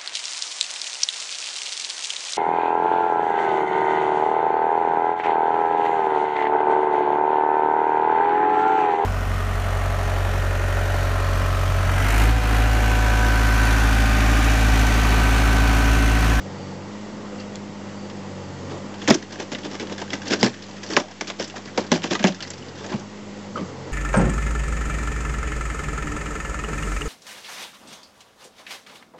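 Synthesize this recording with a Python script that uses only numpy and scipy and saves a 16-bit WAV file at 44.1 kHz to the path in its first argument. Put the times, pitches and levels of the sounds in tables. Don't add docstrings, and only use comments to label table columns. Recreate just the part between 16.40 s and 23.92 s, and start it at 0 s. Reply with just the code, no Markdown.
import sys
import numpy as np
from scipy import signal
from scipy.fft import rfft, irfft, next_fast_len
from scipy.io import wavfile
from scipy.ndimage import uniform_filter1d, map_coordinates

SR = 44100
rng = np.random.default_rng(int(sys.argv[2]) if len(sys.argv) > 2 else 0)


def convert_level_to_amplitude(level_db):
    exponent = np.asarray(level_db, float) / 20
    return 10 ** exponent


def unload_audio(sound):
    columns = np.transpose(np.atleast_2d(sound))
    steps = np.round(np.clip(columns, -1, 1) * 32767)
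    wavfile.write(sys.argv[1], SR, steps.astype(np.int16))


N = 331660

# frequency in Hz, level in dB.
SNAP_SPECTRUM = [(500, -23.5), (1000, -19), (1600, 11), (2200, 2.5), (2800, 5), (3400, 6), (4000, 2),
                 (5200, 5), (6500, 0.5), (8000, -5.5), (9000, -29.5)]
# start in seconds, peak in dB, bore thud in dB over the peak,
# wall knock in dB over the peak, t60 in seconds.
MAIN_BREAKS = [(2.6762, -5.5, -6, -5, 0.094), (2.7048, -.5, -8, -3, 0.033),
               (3.1488, -21.5, -4.5, -16, 0.042), (3.3977, -16.5, -2, -17, 0.089),
               (3.616, -19.5, -16, 1, 0.035), (3.704, -15.5, -13.5, -29, 0.068),
               (3.732, -11.5, -7.5, -5.5, 0.055), (5.8703, -10, -17, -33, 0.075),
               (3.9049, -15, 4.5, -14, 0.063), (3.934, -11.5, -4, -8, 0.042), (4.0297, -.5, -5.5, -5, 0.01),
               (4.5342, -22, -21, -12, 0.049), (4.566, 2.5, -15, -7, 0.049),
               (4.8098, -9.5, -10.5, -6.5, 0.037), (4.8999, -13, -15.5, -4, 0.043),
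               (4.9978, -14.5, -5.5, -13.5, 0.054), (5.375, -11.5, 0, 2.5, 0.047),
               (5.5173, -3.5, -10, -1, 0.03), (5.6398, -11, -1.5, -5, 0.044),
               (5.7086, -14.5, 3, -6.5, 0.065), (5.7501, -12, -16, -3, 0.044),
               (5.7924, -15, -8.5, -6, 0.13), (5.8269, -15, -5.5, -19, 0.076), (5.8412, -3, -7, -6, 0.046)]


def unit(x):
    return x / np.sqrt(np.mean(x ** 2) + 1e-20)


def along(points, hz):
    f, value = np.transpose(points)
    return np.interp(np.log(hz + 1), np.log(f + 1), value)


def wobble(rate):
    knots = rng.standard_normal(int(N * rate / SR) + 4)
    return map_coordinates(knots, [np.arange(N) * rate / SR])


def filtered(x, response):
    length = x.shape[-1]
    m = next_fast_len(length + 8192)
    return irfft(rfft(x, m) * response(np.fft.rfftfreq(m, 1 / SR)), m)[..., :length]


def resonant(modes):
    def response(f):
        return sum((-1) ** k * convert_level_to_amplitude(db) * 1j * f * width / (hz * hz - f * f + 1j * f * width)
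                   for k, (hz, width, db) in enumerate(modes))
    return response


def rush(spectrum, patchy_db):
    z = signal.stft(rng.standard_normal(N), nperseg=512)[2]
    field = uniform_filter1d(rng.standard_normal(z.shape), size=6, axis=0)
    field = uniform_filter1d(field, size=10, axis=1)
    noise = signal.istft(z * convert_level_to_amplitude(patchy_db * unit(field)), nperseg=512)[1][:N]
    return unit(filtered(noise, lambda hz: convert_level_to_amplitude(along(spectrum, hz))))


def add(track, s, sound):
    part = track[max(round(s * SR), 0):][:len(sound)]
    part += sound[:len(part)]


def ducking():
    from_db, per_db, most_db = -6.5, 1.22, 24
    in_s, out_s = 0.064, 0.74
    t = np.arange(N) / SR
    need = np.zeros(N)
    for s, db, *_ in MAIN_BREAKS:
        after = np.maximum(t - s, 0)
        need += per_db * max(db - from_db, 0) * np.exp(-after / out_s) * (1 - np.exp(-after / in_s))
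    return -most_db * np.tanh(need / most_db)


def engine():
    # time in seconds, firing rate in Hz.
    speed = [(0, 48.1), (0.379, 47.74), (.55, 51.81), (.8, 52.17), (0.919, 50.83), (1.722, 50.35),
             (2.069, 46.88), (2.343, 46.82), (2.489, 50.7), (2.911, 49.89), (5.901, 49.9), (6.053, 47.94),
             (6.259, 44.22), (6.492, 50.1), (6.76, 51.6), (7.138, 50.14), (7.33, 44.4), (7.52, 44.9)]
    # centre in Hz,
    # offset in Hz for the first dB lost, steepness (exponent), top level in dB.
    silencer = [(94.45, 3, 2.1, -39.5), (132.5, 7, 2.18, -41), (204, 10.5, 4, -37.5)]
    # multiple of the firing rate, level in dB, gain in dB per dB of load.
    weak_orders = [(1, -55.5, -4), (5, -57.5, -0.7), (6, -50, -2.5), (7, -54, 0), (8, -52.5, -3.1),
                   (9, -62.5, 0.7), (10, -53.5, 3.5), (11, -61, 5.5), (12, -54.5, 0.8)]
    # frequency in Hz, level in dB per Hz.
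    roar_spectrum = [(15, -31.5), (25, -13.5), (49, -29.5), (108, -8.5), (151, -12.5), (195, -6.5),
                     (253, -7.5), (437, -11.5), (493, -8.5), (659, -15.5), (852, -14), (1500, -23),
                     (1950, -27.5), (3300, -120)]
    # frequency in Hz, level in dB per Hz.
    hiss_spectrum = [(650, -30.5), (1100, -4.5), (1720, -8), (1900, 0), (2530, -7), (2750, -4.5),
                     (4060, -10), (4370, -7.5), (6240, -10), (7610, -11.5), (7930, -4), (10300, -45.5),
                     (17400, -120)]
    unloaded_hz, load_db_per_hz = 51.46, 0.2971

    firing_hz = np.interp(np.arange(N) / SR, *np.transpose(speed))
    duck_db = ducking()
    load_db = load_db_per_hz * (unloaded_hz - firing_hz)
    roar_db = -38.5 + load_db + duck_db
    hiss_db = -49 + 0.5 * load_db + 0.25 * duck_db
    phase = 2 * np.pi * np.cumsum(firing_hz) / SR

    def tone(order, db):
        level = np.sqrt(2) * convert_level_to_amplitude(db + 0.35 * wobble(23))
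        return level * np.sin(order * phase + 0.13 * wobble(17) + rng.uniform(0, 6.18))

    lines = np.zeros(N)
    for order, (hz, width_hz, steepness, db) in enumerate(silencer, start=2):
        loss_db = np.abs((order * firing_hz - hz) / width_hz) ** steepness
        lines += tone(order, db + duck_db - loss_db)
    for order, db, grows in weak_orders:
        lines += tone(order, db + roar_db + 39 + grows * load_db)

    throb = np.cos(phase)
    roar = convert_level_to_amplitude(roar_db + 0.39 * throb + 0.6 * wobble(8)) * rush(roar_spectrum, patchy_db=-1.23)
    hiss = convert_level_to_amplitude(hiss_db + 2.13 + 0.31 * throb + 0.52 * wobble(12)) * rush(hiss_spectrum, patchy_db=0.6)
    return lines + roar + hiss


def leaks():
    # start in seconds, length in seconds, frequency in Hz, width in Hz, level in dB.
    hisses = [
        (.04, .3, 4600, 250, -56),
        (.975, .035, 4600, 350, -54),
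        (.98, .03, 2750, 200, -52),
        (1.53, .12, 4600, 250, -54),
        (2.17, .1, 6600, 600, -57),
        (7.08, .05, 6400, 700, -57),
        (7.1, .16, 4500, 300, -60),
        (7.19, .07, 1200, 200, -46),
        (7.24, .045, 6500, 900, -54),
    ]
    out = np.zeros(N)
    for s, length, hz, width_hz, db in hisses:
        swell = np.hanning(round(length * SR * 1.4)) ** 0.5
        narrow = lambda f: resonant([(hz, width_hz, 0)])(f) ** 2
        add(out, s, convert_level_to_amplitude(db) * swell * unit(filtered(rng.standard_normal(len(swell)), narrow)))
    return out


def rings(table, glide, attack):
    out, t = np.zeros(N), np.arange(SR // 4) / SR
    for s, db, hz, t60 in table:
        envelope = convert_level_to_amplitude(db - 60 * t / max(t60, 0.003)) * (1 - np.exp(-t / attack))
        add(out, s, envelope * np.sin(2 * np.pi * hz * (t + glide * t * t)))
    return out


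def whips():
    # start in seconds, peak in dB, frequency in Hz, t60 in seconds.
    instants = [(.988, -40, 2800, .03), (.999, -34.5, 4600, 0.022), (1.012, -39.5, 2750, 0.035),
                (1.151, -34, 3400, 0.021), (1.1565, -23, 6980, 0.0055), (1.1566, -27, 5600, 0.0054),
                (1.1565, -25, 4260, .006), (1.157, -30, 2280, .008), (2.705, -6.5, 3400, 0.011),
                (3.704, -27, 3300, .02), (2.7053, -5, 800, .014), (2.7068, -7, 620, .03),
                (2.7063, -5, 5200, .006), (2.735, -20, 3500, .012), (2.7355, -23, 5500, .01),
                (4.5355, -20, 4900, .012), (4.5048, -24, 5400, .01), (4.5685, -8, 1600, .012),
                (5.517, -12, 3500, .007), (3.733, -22, 1950, 0.032), (4.0297, -1, 720, 0.007),
                (4.0298, -5.5, 5000, 0.0069), (4.0298, -14, 3100, 0.0059), (4.5662, -5, 2300, 0.008),
                (4.5664, -10.5, 5500, .01), (4.5718, -11.5, 800, 0.017), (5.8412, -9, 3300, .008),
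                (5.8414, -6.5, 6000, 0.0041), (5.8432, -8, 600, 0.02)]
    return rings(instants, glide=0.1, attack=0.00015)


def cracks():
    # start in seconds, peak in dB,
    # wall knock in dB over the peak, brightest frequency in Hz.
    splits = [(2.617, -24, -4, 3250), (2.702, -12, -11.5, 5900), (2.7416, -12, -20, 5650),
              (2.788, -32.5, -20, 5040), (2.824, -22.5, -13.5, 1870), (2.9223, -24.5, -25, 4220),
              (3.1174, -19.5, -2.5, 2150), (3.1838, -25, -8, 2290), (3.2322, -25.5, -19, 3080),
              (3.249, -22.5, -4, 2900), (3.495, -25, -3, 2230), (4.1382, -28.5, -22, 1910),
              (4.29, -34.5, -8.5, 6000), (4.31, -32, -18, 4420), (4.365, -28.5, -12, 2010),
              (4.5048, -20.5, -8.5, 2030), (5.0754, -28, -22, 5400), (5.1591, -25.5, 2, 1690),
              (5.254, -24, -6, 5030), (5.4403, -29.5, 3, 1650), (5.922, -22.5, -11.5, 3700),
              (6.0484, -28, -19, 1985), (6.2832, -29, -23, 4600), (6.351, -35, 0.5, 5030),
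              (6.442, -26, 1.5, 2050), (6.4996, -33, 5.5, 2560), (6.5236, -29.5, 7, 3160)]
    # start in seconds, peak in dB, brightest frequency in Hz.
    flakes = [(0.998, -31, 4580), (1.157, -30.5, 3700), (1.6978, -27, 2780), (2.5397, -26, 2849),
              (3, -28, 3330), (3.4686, -24, 3460), (3.523, -22, 3700), (3.5797, -20, 1970),
              (3.6766, -29, 1630), (3.8175, -21.5, 1630), (4.2211, -26, 4445), (4.4314, -22, 2055),
              (4.4622, -22.5, 5900), (4.7104, -29, 2009), (4.8762, -21.5, 5050), (5.041, -20, 5360),
              (5.0977, -23.5, 2750), (5.2738, -25, 1917), (6.462, -23.5, 6400), (5.6203, -17.5, 2170),
              (3.8762, -23.5, 5400), (5.945, -23.5, 5400), (6.0048, -19.5, 3063), (6.024, -16.5, 4404),
              (6.0727, -25, 5370), (6.1028, -20.5, 6930), (6.133, -24.5, 4470), (6.1782, -30, 5540),
              (6.2233, -33, 3030), (6.594, -27, 6530)]
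    events = [(*row, 2260) for row in MAIN_BREAKS]
    events += [(s, db, -3, knock_db, 0.059, hz) for s, db, knock_db, hz in splits]
    events += [(s, db, -23.5, -14, 0.063, hz) for s, db, hz in flakes]
    return events


def fractures():
    # frequency in Hz, width in Hz, level in dB.
    wall_modes = [(557, 180, -2), (922, 310, -0.5), (1200, 1060, -7.5)]
    # frequency in Hz, width in Hz, level in dB.
    bore_modes = [(200, 100, 2), (320, 87.5, 4), (490, 170, -6)]
    rise_s, rise_slows = 0.0002, 0.65
    front, front_grows, front_t60 = 1.8, 0.23, 0.0063
    clump_db = 2.5
    out, t = np.zeros(N), np.arange(SR // 5) / SR
    crest = lambda x: x / np.abs(x).max()
    for s, db, thud_db, knock_db, t60, bright_hz in cracks():
        breaks = rng.standard_normal((3, len(t)))
        clumps = uniform_filter1d(rng.standard_normal((3, len(t))), size=60, axis=1)
        breaks = breaks * convert_level_to_amplitude(clump_db * unit(clumps))

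        def shape(lag, slow, rise):
            late = np.maximum(t - lag, 0)
            return convert_level_to_amplitude(-60 * late / (slow * max(t60, 0.01))) * (1 - np.exp(-late / rise))

        def colour(f):
            return convert_level_to_amplitude(along(SNAP_SPECTRUM, f)) * (1 + resonant([(bright_hz, 0.2 * bright_hz, 4)])(f))

        snap = filtered(breaks[0], colour) * shape(0, 1, rise_s * convert_level_to_amplitude(-rise_slows * db))
        snap *= 1 + front * convert_level_to_amplitude(front_grows * db - 60 * t / front_t60)
        knock = filtered(breaks[1], resonant(wall_modes)) * shape(0.00071, 1.4, 0.0018)
        thud = filtered(breaks[2], resonant(bore_modes)) * shape(0.0013, 2.25, 0.0034)
        mix = crest(snap) + convert_level_to_amplitude(knock_db + 1.5) * crest(knock) + convert_level_to_amplitude(thud_db + 1.5) * crest(thud)
        add(out, s, convert_level_to_amplitude(db - 4) * mix)
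    return out


def trench(x):
    lags, signs = rng.uniform(0.005, 0.041, 8), rng.choice([-1, 1], 8)
    echo = np.zeros(SR // 20)
    echo[(lags * SR).astype(int)] = signs * convert_level_to_amplitude(-250 * lags)
    return signal.fftconvolve(x, echo)[:N]


def grinding():
    # start in seconds, length in seconds,
    # grit in dB, body in dB.
    grinds = [(2.293, .07, -49.5, -32), (2.592, 0.16, -41, -49), (2.679, 0.014, -23.5, -14.5),
              (2.74, 0.015, -32, -33), (2.688, .01, -30, -26), (2.72, .018, -35, -28),
              (3.92, .018, -31, -30), (4.594, .014, -38, -32), (4.522, .02, -37, -38),
              (2.999, .014, -42, -40), (3.335, .025, -40, -38), (3.4, .02, -41, -40),
              (3.61, .015, -42, -38), (5.872, .016, -38, -36), (4.06, .014, -40, -36),
              (2.904, 0.067, -44.5, -37), (2.991, 0.041, -38.5, -30.5), (3.243, 0.027, -37.5, -32.5),
              (3.117, 0.024, -35.5, -31), (3.312, .045, -42, -33), (3.422, 0.017, -46.5, -30.5),
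              (3.511, 0.018, -44.5, -30), (3.582, 0.044, -40.5, -36), (3.719, 0.028, -34.5, -31.5),
              (3.857, 0.055, -36.5, -37.5), (3.903, 0.045, -26.5, -28), (3.996, 0.048, -33, -30.5),
              (4.033, 0.042, -28, -22), (4.432, .018, -40, -41), (4.491, 0.062, -35.5, -32),
              (4.557, 0.046, -36, -26.5), (4.873, 0.023, -38.5, -35), (4.992, 0.034, -31.5, -28.5),
              (5.16, 0.02, -36.5, -38.5), (5.365, 0.072, -42, -39), (5.518, 0.042, -24, -25),
              (5.632, 0.039, -33, -34.5), (5.706, 0.041, -25.5, -24.5), (5.847, 0.042, -34, -25.5),
              (6.368, 0.08, -43, -44), (6.497, 0.081, -42.5, -34.5), (7.159, 0.054, -47.5, -29.5)]
    # start in seconds, length in seconds, grit in dB, body in dB.
    stroke = (3, 3, -49.5, -47.5)
    # frequency in Hz, level in dB.
    body_spectrum = [(110, -34), (190, 2), (330, 7.5), (600, -3.5), (1200, -9.5), (2000, -38.5)]
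    slide_in, slide_out = 0.15, 0.48
    t = np.arange(N) / SR
    edge = lambda u: 0.5 + 0.5 * np.tanh(u)

    def slide(s, length, lag):
        start = edge((t - s - lag) / (slide_in * length))
        return start * edge((s + length + lag - t) / (slide_out * length))

    def crumbs(spectrum, lumpy_db):
        return unit(convert_level_to_amplitude(lumpy_db * wobble(260)) * rush(spectrum, patchy_db=1.4))

    grit, body = np.zeros(N), np.zeros(N)
    for s, length, grit_db, body_db in grinds + [stroke]:
        grit += convert_level_to_amplitude(grit_db) * slide(s, length, 0)
        body += convert_level_to_amplitude(body_db) * slide(s, length, 0.0047)
    return grit * crumbs(SNAP_SPECTRUM, lumpy_db=3.5) + body * crumbs(body_spectrum, lumpy_db=0.5)


def thumps():
    # start in seconds, peak in dB, frequency in Hz, t60 in seconds.
    shifts = [(2.309, -24, 429.5, 0.1), (2.704, 3.5, 221, 0.06), (2.7075, -2, 390, .05),
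              (2.703, -8, 150, .09), (4.031, -10, 380, .04), (5.52, -10, 390, .06), (5.843, -9, 380, .04),
              (2.726, -15, 350, .05), (2.683, -15, 146, 0.05), (2.75, -7.5, 320, 0.045),
              (4.03, -15.5, 129, 0.2), (4.571, -15, 824, 0.025), (3.912, -12.5, 291, 0.12),
              (4.033, -4, 213.3, 0.096), (4.605, -19, 280, .06), (5.0, -4, 514, 0.017),
              (3.13, -21.5, 240, 0.13), (3.255, -22.5, 270, 0.095), (3.42, -19, 303.8, 0.072),
              (3.73, -15, 277, 0.076), (4.05, -14, 238, 0.16), (5.38, -12, 488, 0.076),
              (5.521, -15.5, 167, 0.36), (5.5175, -2, 235, 0.065), (5.378, -15, 250, .06),
              (4.608, -17, 350, .03), (2.694, -9, 300, .03), (5.715, -15, 300, .08),
              (5.548, -18, 340, 0.09), (5.895, -15, 185, 0.13), (5.8015, -18, 215, .13),
              (5.844, -3, 191, 0.1), (6.444, -25, 462, 0.073), (6.539, -13.5, 218, 0.12),
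              (6.541, -15, 132, 0.098), (7.15, -14.5, 207, 0.055), (7.212, -15, 184, 0.077),
              (7.229, -17, 204, 0.048), (7.214, -24.5, 322, 0.11)]
    return rings(shifts, glide=-0.039, attack=0.0033)


def shards():
    # start in seconds, level in dB,
    # frequency in Hz, t60 in seconds.
    rattles = [(5.708, -22, 600, .1), (2.6765, -17, 6130, .04), (2.700, -10.5, 5340, 0.039),
               (2.7035, -10, 807, 0.02), (2.707, -14, 1820, 0.063), (2.734, -29.5, 3450, 0.041),
               (2.747, -19.5, 6270, 0.027), (3.147, -25, 3200, 0.033), (3.151, -28.5, 1810, 0.047),
               (3.4, -33.5, 2750, 0.11), (3.88, -22, 5280, 0.031), (3.91, -29, 6050, 0.036),
               (3.922, -26.5, 4430, 0.092), (3.927, -20, 1520, 0.077), (4.039, -18, 4530, 0.045),
               (4.066, -23, 1880, 0.052), (4.238, -39, 4470, 0.033), (4.287, -36, 850, 0.058),
               (4.29, -42, 5700, .04), (4.434, -30, 5460, 0.055), (4.455, -46.5, 4960, 0.025),
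               (4.471, -34, 4800, 0.044), (4.523, -31, 1110, 0.071), (4.533, -27.5, 4700, 0.034),
               (5.138, -31, 800, 0.073), (4.63, -39, 650, .25), (4.67, -41, 786, .35),
               (5.018, -36, 5020, 0.043), (5.075, -37, 7000, 0.072), (5.187, -33.5, 900, 0.044),
               (5.28, -36, 1900, 0.089), (5.375, -20, 5100, 0.037), (5.378, -26, 843, 0.15),
               (5.401, -31, 4560, .06), (5.464, -35.5, 4530, .05), (5.5175, -12.5, 6000, 0.0099),
               (5.52, -27.5, 800, .1), (5.556, -21, 640, 0.1), (5.553, -32.5, 4560, 0.054),
               (5.641, -23, 604, 0.06), (5.841, -11.5, 770, 0.028), (5.846, -15, 1860, 0.067),
               (5.872, -22.5, 614, 0.13), (6.352, -47, 1200, 0.073), (6.39, -38, 940, 0.2),
               (6.455, -34, 750, .2), (6.53, -34, 890, 0.1), (6.522, -38, 2500, .2), (6.598, -35, 890, .15),
               (7.175, -38, 2200, .15),
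               (5.709, -22, 3400, .04), (5.716, -25, 2700, .05), (5.751, -24, 3550, .045),
                 (5.868, -20, 620, .08), (4.598, -33, 5200, .04), (2.742, -17, 5600, .035),
                 (4.569, -14, 1100, .045), (5.519, -15, 600, .06), (6.49, -36, 1500, .2),
                 (3.93, -24, 2800, .05), (4.035, -29, 1500, .12), (2.745, -21, 620, .05),
                 (5.827, -24, 480, .05), (6.54, -27, 470, .07), (2.315, -32, 780, .12), (6.4, -35, 500, .3)]
    width_per_hz, rise_per_t60 = 0.41, 0.037
    out, t = np.zeros(N), np.arange(SR // 5) / SR
    for s, db, hz, t60 in rattles:
        t60 = max(t60, 0.01)
        narrow = lambda f: resonant([(hz, width_per_hz * hz, 0)])(f) ** 2
        shape = convert_level_to_amplitude(-60 * t / t60) * (1 - np.exp(-t / (rise_per_t60 * t60)))
        add(out, s, convert_level_to_amplitude(db) * shape * unit(filtered(rng.standard_normal(len(t)), narrow)))
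    return out


def chips():
    # start in seconds, peak in dB, frequency in Hz, t60 in seconds.
    drops = [(3.9345, -7, 4820, 0.011), (3.935, -13, 5460, 0.013), (4.011, -11, 4870, 0.012),
             (4.997, -14, 5260, 0.011), (5.752, -18, 1200, 0.054), (5.753, -19, 1970, 0.035),
             (5.992, -39.5, 1365, 0.13), (6.048, -33, 1980, 0.044), (6.104, -16, 7500, 0.01),
             (6.223, -37, 3000, 0.038), (6.522, -31, 1014, 0.083), (7.157, -20, 1256, 0.093),
             (7.16, -17, 1294, 0.024), (7.173, -24.5, 1144, 0.091), (7.174, -28, 1533, 0.042),
             (7.174, -32, 3060, 0.036)]
    return rings(drops, glide=0.37, attack=0.00075)


def scene():
    pipe = fractures() + grinding() + thumps()
    pipe = filtered(pipe, lambda hz: (1j * hz / (90 + 1j * hz)) ** 2)
    pipe = pipe + convert_level_to_amplitude(-16.5) * trench(pipe)
    return (engine() + leaks() + whips() + pipe + shards() + chips())[None]


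def band_limit(x):
    return signal.sosfilt(signal.butter(12, 8080, fs=SR, output="sos"), x)


def record(dry):
    top_hz = 7682
    band = lambda hz: 1j * hz / (70 + 1j * hz) / np.sqrt(1 + (hz / top_hz) ** 80)
    x = np.clip(filtered(dry, band) + 0.002, -1.12, 1.12)
    return band_limit(x)


dry = scene()
out = record(dry)
unload_audio(out)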